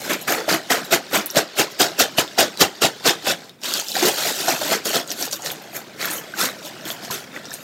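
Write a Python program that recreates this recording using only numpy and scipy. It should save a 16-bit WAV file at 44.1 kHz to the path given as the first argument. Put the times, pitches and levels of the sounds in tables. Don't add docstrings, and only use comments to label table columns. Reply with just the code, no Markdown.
import sys
import numpy as np
from scipy import signal
from scipy.io import wavfile
from scipy.ndimage import uniform_filter1d

SR = 44100
rng = np.random.default_rng(int(sys.argv[2]) if len(sys.argv) > 2 else 0)


def materialize(psi):
    bounded = np.clip(np.atleast_2d(psi).T, -1, 1)
    quanta = np.round(bounded * 32767).astype(np.int16)
    wavfile.write(sys.argv[1], SR, quanta)


N = 336483

# [f/Hz, relative level/dB per Hz]
THUD = [(65, -32), (110, -12.5), (326, 2.5), (484, 0.5), (631, 2.5), (776, 1), (894, -4), (1050, -5.5),
        (1360, -55), (2310, -120)]
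KERNELS = [(590, -12.5), (1000, -5), (1430, 3), (2500, -3), (3250, -15.5), (5500, -120)]
SEEDS = [(1470, -59.5), (2500, -6), (3730, -1.5), (5500, -5), (7150, -23), (12100, -120)]
FINE = [(3240, -33), (5500, -3.5), (6800, 0.5), (9800, -9.5), (12700, -66), (21600, -120)]
CRINKLE = [(5760, -11), (9800, -8), (11800, -1), (13500, -1), (14600, -3), (15800, 5)]


def bag():
    clump = bursts(90.0, fall_s=0.0082)
    creases = bursts(180.0, fall_s=0.0045)
    thud = grains(THUD, per_s=900.0, spread_db=0.5, cycles=2.73, drift_db=3.5)
    kernels = grains(KERNELS, per_s=1800.0, spread_db=1.5, cycles=4.4, drift_db=3.5)
    seeds = grains(SEEDS, per_s=3500.0, spread_db=0.5, cycles=9.5, drift_db=4.5)
    fine = grains(FINE, per_s=4500.0, spread_db=2.0, cycles=19.0, drift_db=2.0)
    crinkle = grains(CRINKLE, per_s=7000.0, spread_db=1.5, cycles=11.0, drift_db=5.0)
    seeds *= gain_of(0.76 * creases)
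    fine *= gain_of(0.48 * creases)
    crinkle *= gain_of(1.6 * creases)
    layers = np.array([thud, kernels, seeds, fine, crinkle])
    return gain_of(0.77 * clump) * (motion() * layers).sum(axis=0)


def grains(spectrum, per_s, spread_db, cycles, drift_db, count=24):
    size = gain_of(spread_db * np.minimum(rng.exponential(1, N), 5))
    size *= rng.random(N) < per_s / SR
    size *= rng.choice([-1, 1], N)
    kind = rng.integers(0, count, N)
    out = np.zeros(N)
    for k, hz in enumerate(np.geomspace(spectrum[1][0], spectrum[-2][0], count)):
        wave = ring(hz, cycles)
        mine = np.flatnonzero(size * (kind == k))
        hits = np.zeros(N)
        hits[mine] = size[mine] * gain_of(drift_db * wander(22.0, mine))
        out += signal.oaconvolve(hits, wave * np.sqrt(hz) / np.linalg.norm(wave))[:N]
    out = coloured(out, spectrum)
    power = uniform_filter1d(out ** 2, size=2500)
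    return out / np.sqrt(power + 1e-9)


def wander(per_s, where):
    at = np.cumsum(np.full(N // 128, SR / per_s))
    return np.interp(where, at, rng.standard_normal(len(at)))


def bursts(per_s, fall_s):
    starts = rng.exponential(1, N) * (rng.random(N) < per_s / SR)
    level = signal.lfilter([1], [1, -np.exp(-1 / (fall_s * SR))], starts)
    level = np.log(level + 0.16 * level.mean())
    return evened(level - uniform_filter1d(level, size=700))


FINE_SHARE, FINE_DB = 0.53, 0.16


def five(seeds_db, thud_db, kernels_db, crinkle_db):
    fine_db = FINE_DB + FINE_SHARE * crinkle_db
    return seeds_db + np.array([thud_db, kernels_db, 0 * thud_db, fine_db, crinkle_db])


# [t/s, rise/s, hold/s, fall/(dB per s), seed rattle level/dB,
# then relative to the rattle: thud level/dB, kernels level/dB, crinkle level/dB]
STROKES = [(0.049, 0.04, 0.03, 300, -36.5, 2.5, 1.5, -4.5), (0.1, 0.02, 0.034, 432, -28.5, 4, 5, -3),
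           (0.215, 0.01, 0.0066, 780.0, -44, 1.0, -7, 10.5), (0.279, 0.012, 0.045, 175, -27.5, 4, 4.5, -1),
           (0.383, 0.018, 0.013, 350, -35.5, 8, 1, -21), (0.492, 0.029, 0.057, 400, -25, 3, 2.5, -5.5),
           (0.706, 0.015, 0.012, 204, -20.5, 0.5, 2, -5), (0.846, 0.023, 0.0033, 400, -41, -1, -7, 1),
           (0.926, 0.029, 0.017, 450.0, -18, 1, 0, -5), (1.145, 0.048, 0.02, 295, -23.0, 2, 3, -2.5),
           (1.3, 0.02, 0, 600, -40, -8, -8, -3), (1.371, 0.037, 0.011, 422, -17.5, 1.5, -1.5, -6.5),
           (1.591, 0.038, 0.015, 390.0, -18, -1, -2.5, -6), (1.714, 0.03, 0.00054, 400, -43.5, -3, -9, -2),
           (1.803, 0.02, 0.012, 271, -15, -2, -4.5, -7), (1.998, 0.022, 0.011, 375, -14.0, -2.5, -4, -5.5),
           (2.185, 0.023, 0.0095, 424, -17, -2, -3.5, -7),
           (2.389, 0.018, 0.017, 310, -14.5, -3.5, -4, -8.5),
           (2.614, 0.026, 0.0, 438, -9.5, -2.5, -4.5, -6), (2.82, 0.012, 0.034, 452, -17.0, -2, -4.5, -9),
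           (3.063, 0.032, 0.028, 373, -15.5, -4.0, -3.5, -10),
           (3.276, 0.062, 0.041, 520.0, -21.5, -2.5, -3.5, -10.0),
           (3.645, 0.04, 0.12, 154, -28.5, -8.5, -6.5, -8.5),
           (3.746, 0.005, 0.059, 640.0, -30.5, -7.5, -6.5, -7), (3.89, 0.036, 0.06, 200, -35, -8, -18, -7),
           (3.955, 0.025, 0.13, 230.0, -28, -3.5, -1, -7.0),
           (4.024, 0.006, 0.026, 470.0, -25, 5.5, -1.5, -7), (4.059, 0.02, 0.026, 450, -22.5, 2, -6.5, -2),
           (4.187, 0.061, 0.1, 320.0, -28.5, -3.5, -3, -6), (4.253, 0.005, 0.057, 592, -30.5, 0, -3, -2.5),
           (4.408, 0.12, 0.0, 180.0, -28.5, -2, -5.5, -5.5),
           (4.487, 0.066, 0.019, 224, -23.5, 1.5, -0.5, -4.5),
           (4.613, 0.007, 0.093, 230.0, -30.5, 0.5, -3, -4.5),
           (4.719, 0.069, 0.025, 350.0, -24, -0.5, 0.5, -5),
           (4.856, 0.028, 0.035, 180.0, -27, -2.5, -5.5, -3.5),
           (4.944, 0.062, 0.026, 310.0, -22.5, -1.5, -3.5, -7),
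           (5.11, 0.082, 0.0084, 300.0, -32, -3, -6.5, -7),
           (5.206, 0.1, 0.047, 320.0, -30.5, -2.5, -5.5, -2.5),
           (5.33, 0.036, 0.012, 330.0, -34, -5, -6, 1.5), (5.46, 0.059, 0, 196, -29.5, -2, -3.5, -4),
           (5.515, 0.018, 0, 500, -40, -10, -11, 6), (5.756, 0.048, 0.012, 330.0, -38.5, 2, 3, 6),
           (6.014, 0.056, 0.048, 110.0, -32, -3, 4, -4.5), (6.102, 0.005, 0.077, 360.0, -40, 2.0, -15, 7),
           (6.395, 0.052, 0.056, 270.0, -25.0, -4, 0.5, -3), (6.651, 0.05, 0.022, 360.0, -38, -1, -15, -4),
           (6.856, 0.016, 0.042, 370.0, -39.5, 1, 2.5, 1), (6.912, 0.02, 0.00075, 400, -38, -5, -6, 7),
           (7.036, 0.035, 0.013, 180.0, -38.5, -1.5, -5, -6),
           (7.109, 0.008, 0.024, 173, -31.0, -4.5, -2.5, -2),
           (7.355, 0.089, 0.019, 340.0, -43.5, 5, 5.5, -8), (7.45, 0.14, 0.066, 90.0, -45.5, 0.5, -2, -18),
           (7.534, 0.043, 0.017, 502, -41, -9, -14.5, 2)]
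# [t/s, seed rattle level/dB,
# then relative to the rattle: thud level/dB, kernels level/dB, crinkle level/dB]
TUMBLE = [(0.0, -39.5, 0, -1, -2), (0.25, -42, -1.5, -3.5, -13.0), (1.05, -43, -0.5, -2.5, -16.5),
          (1.52, -42.5, -3.5, -3, -21), (1.95, -41.5, -2.5, -3.5, -17), (2.55, -43.5, -2, -2.5, -14),
          (3.22, -42.5, -3.0, -4.5, -17), (3.45, -47, 1.5, -1, -12), (3.58, -64.5, 4, -2.0, -16.0),
          (3.62, -62, 10, 2, -7.0), (3.87, -38, -12, -32, -3), (4.15, -30.0, -7, -6.5, -5.5),
          (4.6, -33.0, -13, -7.5, -6), (5.05, -54.5, 0.0, 5, -28), (5.4, -45.5, 4, -0.5, -7),
          (5.92, -49, 4, 1.0, -15), (6.3, -46, 3, -1, -10), (7.0, -44.0, 2.0, 1, -14),
          (7.3, -50, 2, 2.0, -20), (7.63, -49, -1, 1.5, 0)]
FALL_SHARE = (.75, .85, 1., 1.1, 1.25)
RISE_DB = 30


def motion():
    step = 32
    t = np.arange(0, N + step, step) / SR
    at = np.minimum(np.arange(len(t)) * step, N - 1)
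    power = gain_of(five(*follow(TUMBLE))[:, at]) ** 2
    for s, rise_s, hold_s, fall, *levels in STROKES:
        up_db = RISE_DB * np.minimum((t - s) / max(rise_s, 1e-3), 0)
        down_db = np.outer(FALL_SHARE, fall * np.maximum(t - s - hold_s, 0))
        shape_db = np.maximum(up_db - down_db, -200)
        power += gain_of(five(*levels)[:, None] + shape_db) ** 2
    return [np.interp(np.arange(N) / SR, t, np.sqrt(p)) for p in power]


PUSH_HZ, PUSH_DB, PUSH_SLOPE, HARD_DB, PUSH_LAG_S = 92, -31, 1.5, -13, 0.0123


def pushes():
    out = np.zeros(N)
    for s, rise_s, hold_s, fall, seeds_db, *rest in STROKES:
        push_db = PUSH_DB + PUSH_SLOPE * (seeds_db - HARD_DB)
        add(out, s + PUSH_LAG_S, gain_of(push_db) * ring(PUSH_HZ, cycles=0.64))
    return out


# [t/s, level/dB (before a 4 dB trim of the knock), f/Hz,
# low push of air relative to that level/dB]
KNOCKS = [(0.098, -22, 260, -38), (0.279, -14, 1460, -19), (0.48, -9, 630, -44), (0.54, -11.5, 683, -29),
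          (0.702, -7, 1950, -32), (0.905, -25, 560, -33), (1.129, -14, 547, -19), (1.349, -16, 633, -44),
          (1.368, -5.5, 645, -15.5), (1.593, -15.5, 314, -10), (1.804, -16, 304, -46),
          (1.995, -38, 724, -55), (2.182, -8.5, 650, -11), (2.378, -10.5, 756, -39),
          (2.413, -7.5, 644, -27), (2.426, -12, 602, -29), (2.439, -26, 354, -31), (2.601, -33, 570, -41),
          (2.609, -16, 325, -28), (2.82, -16, 510, -38), (2.844, -11, 660, -12), (3.063, -10.5, 479, -35),
          (3.271, -9.5, 620, -23), (3.308, -15, 543, -29), (3.965, -9.5, 765, -43),
          (4.025, -11.5, 362, -41), (4.072, -13, 409, -40), (4.482, -6, 755, -40), (4.615, -17, 615, -36),
          (4.718, -9, 657, -42), (4.856, -23, 683, -33), (4.955, -16.5, 461, -16.5),
          (5.511, -18, 1470, -28), (5.75, -25, 1730, -18), (6.338, -16, 1550, -36), (6.855, -26, 323, -33),
          (7.102, -18.5, 1016, -13), (7.363, -16, 1960, -24), (7.516, -22, 1760, -24)]


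def knocks():
    out, t = np.zeros(N), np.arange(300) / SR
    for s, db, hz, push_db in KNOCKS:
        seeds = rng.standard_normal(len(t)) * np.exp(-t / 0.0013)
        knock = np.convolve(abs(seeds) ** 3, ring(hz, cycles=5.4))
        add(out, s, gain_of(db - 4.0) * knock / abs(knock).max())
        add(out, s, gain_of(db + push_db) * ring(149.0, cycles=0.93))
    return out


# [t/s, level/dB (before a 3 dB trim of the crack), f/Hz,
# gain of the sharp edge relative to that level/dB]
SNAPS = [(0.4955, -6, 4670, -20), (0.5268, -3, 4640, -20), (1.212, -15, 5030, -14), (1.26, -6.5, 12000, -9),
         (1.2664, -16, 9920, -20), (1.2704, -20, 11300, -20), (1.3028, -11.5, 5560, -20),
         (1.3104, -16, 11600, -15), (2.278, -19.5, 3560, -20), (2.574, -17.5, 3900, -6),
         (3.0215, -33, 3450, -15), (3.4946, -24, 3740, -7), (3.6162, -27, 5500, -20),
         (3.6353, -13, 4670, -20), (3.6551, -15, 3050, -20), (3.7386, -2.5, 4600, -8),
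         (3.7983, -4.5, 6500, -15), (3.885, -10.5, 5340, -14), (3.9185, -12, 4000, -20),
         (3.9674, -7, 4330, -17), (3.995, -10, 4970, -15), (4.0266, -6, 6120, -20), (4.7316, -7, 4900, -22),
         (4.958, -7, 4400, -20), (5.0134, -19, 3350, -20), (5.076, -17, 6830, -25),
         (5.1043, -9.5, 5640, -28), (5.116, -9, 5100, -25), (5.122, -10.5, 13100, -20),
         (5.2125, -13, 12400, -20), (5.2255, -7.5, 5580, -17), (5.2834, -18, 4700, -20),
         (5.3125, -12, 6600, -25), (5.327, -8, 4560, -17), (5.3307, -7, 5650, -8), (5.4217, -16, 6630, -18),
         (5.461, -12, 5430, -20), (5.503, -12.5, 3600, -28), (5.518, -11, 12500, -15),
         (5.558, -25, 7000, -15), (5.622, -26, 13500, -15), (6.0147, -11.5, 4460, -30),
         (6.0553, -5, 13100, -20), (6.1075, -10, 8600, -17), (6.13, -11, 12000, -20),
         (6.1813, -22, 6220, -20), (6.6518, -21, 3700, -25), (6.854, -19, 3180, -15),
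         (6.887, -16, 8000, -25), (6.903, -11.5, 3470, -25), (7.0494, -18, 4900, -28),
         (7.111, -16, 4300, -20), (7.455, -19, 5700, -22), (7.5073, -18.5, 5370, -28),
         (7.531, -22, 13000, -15), (7.5397, -12, 9000, -22)]


def snaps():
    out, t = np.zeros(N), np.arange(800) / SR
    for s, db, hz, edge_db in SNAPS:
        flip = rng.standard_normal(len(t)) * np.exp(-t / 0.00054)
        after = rng.standard_normal(len(t)) * np.exp(-t / 0.014)
        crack = np.convolve(flip, ring(hz, cycles=1.46))
        tail = np.convolve(after, ring(hz, cycles=6.0))
        add(out, s, gain_of(db - 3) * crack / abs(crack).max())
        add(out, s, gain_of(db + edge_db) * np.diff(flip))
        add(out, s, gain_of(db - 13.5) * tail / abs(tail).max())
    return out


# [t/s, level/dB]
RUB = [(0.0, -46), (1.51, -56.5), (2.08, -48), (2.78, -56), (3.16, -49), (3.7, -55), (4.21, -51.5),
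       (4.97, -50), (5.44, -49), (7.27, -45.5), (7.63, -50)]
# [f/Hz, relative level/dB per Hz]
RUMBLE = [(40, -25), (70, -17), (150, -1), (260, -1.5), (500, -32.5)]


def rubbing():
    return gain_of(follow(RUB)[0]) * coloured(rng.standard_normal(N), RUMBLE)


# [f/Hz, time to fall 60 dB/s]
KITCHEN = [(200, 0.18), (1000, 0.17), (4000, 0.12), (12000, 0.13)]


def kitchen(x):
    taps = np.zeros(SR // 2)
    at = np.arange(200, len(taps) - 20, 20)
    taps[at + rng.integers(0, 20, len(at))] = rng.choice([-1.0, 1.0], len(at))
    hz, t, bands = signal.stft(taps, SR, nperseg=256)
    decay = gain_of(-60 * t / read(KITCHEN, hz)[:, None])
    tail = signal.istft(bands * decay, SR, nperseg=256)[1]
    return signal.fftconvolve(x, tail / np.linalg.norm(tail))[:N]


# [f/Hz, relative level/dB per Hz]
AIR = [(120, -37), (200, -18), (537, 4), (946, -11), (2150, -7), (6690, -25), (15800, -44)]
AIR_DB = -58


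def background_air():
    return gain_of(AIR_DB) * coloured(rng.standard_normal(N), AIR)


def gain_of(db):
    return 10 ** (np.asarray(db) / 20)


def evened(x):
    return x / np.sqrt(np.mean(x ** 2) + 1e-20)


def read(points, hz):
    f, value = np.transpose(points)
    return np.interp(np.log(hz + 1), np.log(f + 1), value)


def coloured(x, spectrum):
    level_db = np.maximum(read(spectrum, np.fft.rfftfreq(4096, 1 / SR)), -80)
    half = np.log(gain_of(level_db))
    whole = np.r_[half, half[-2:0:-1]]
    taps = np.fft.ifft(np.exp(np.conj(signal.hilbert(whole)))).real[:2048]
    return evened(signal.oaconvolve(x, taps)[:N])


def ring(hz, cycles):
    turns = hz * np.arange(int(6 * cycles * SR / hz) + 4) / SR
    wave = np.sin(2 * np.pi * turns) * (1 - np.exp(-2 * turns)) * np.exp(-turns / cycles)
    return wave / abs(wave).max()


def follow(rows):
    s, *columns = np.transpose(rows)
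    return [np.interp(np.arange(N) / SR, s, c) for c in columns]


def add(mix, s, sound):
    part = mix[round(s * SR):][:len(sound)]
    part += sound[:len(part)]


def scene():
    near = bag() + snaps() + knocks() + pushes()
    echo = gain_of(-15.5) * kitchen(near)
    return (near + echo + rubbing() + background_air())[None]


EDGE_HZ = 15900


def record(dry):
    thin = signal.sosfilt(signal.butter(2, 75.0, "high", fs=SR, output="sos"), dry)
    soft = 1.15 * np.tanh(thin / 1.15)
    lowpass = signal.firwin(511, EDGE_HZ, window=("kaiser", 9), fs=SR)
    return signal.oaconvolve(soft, lowpass[None], "same")


dry = scene()
out = record(dry)
materialize(out)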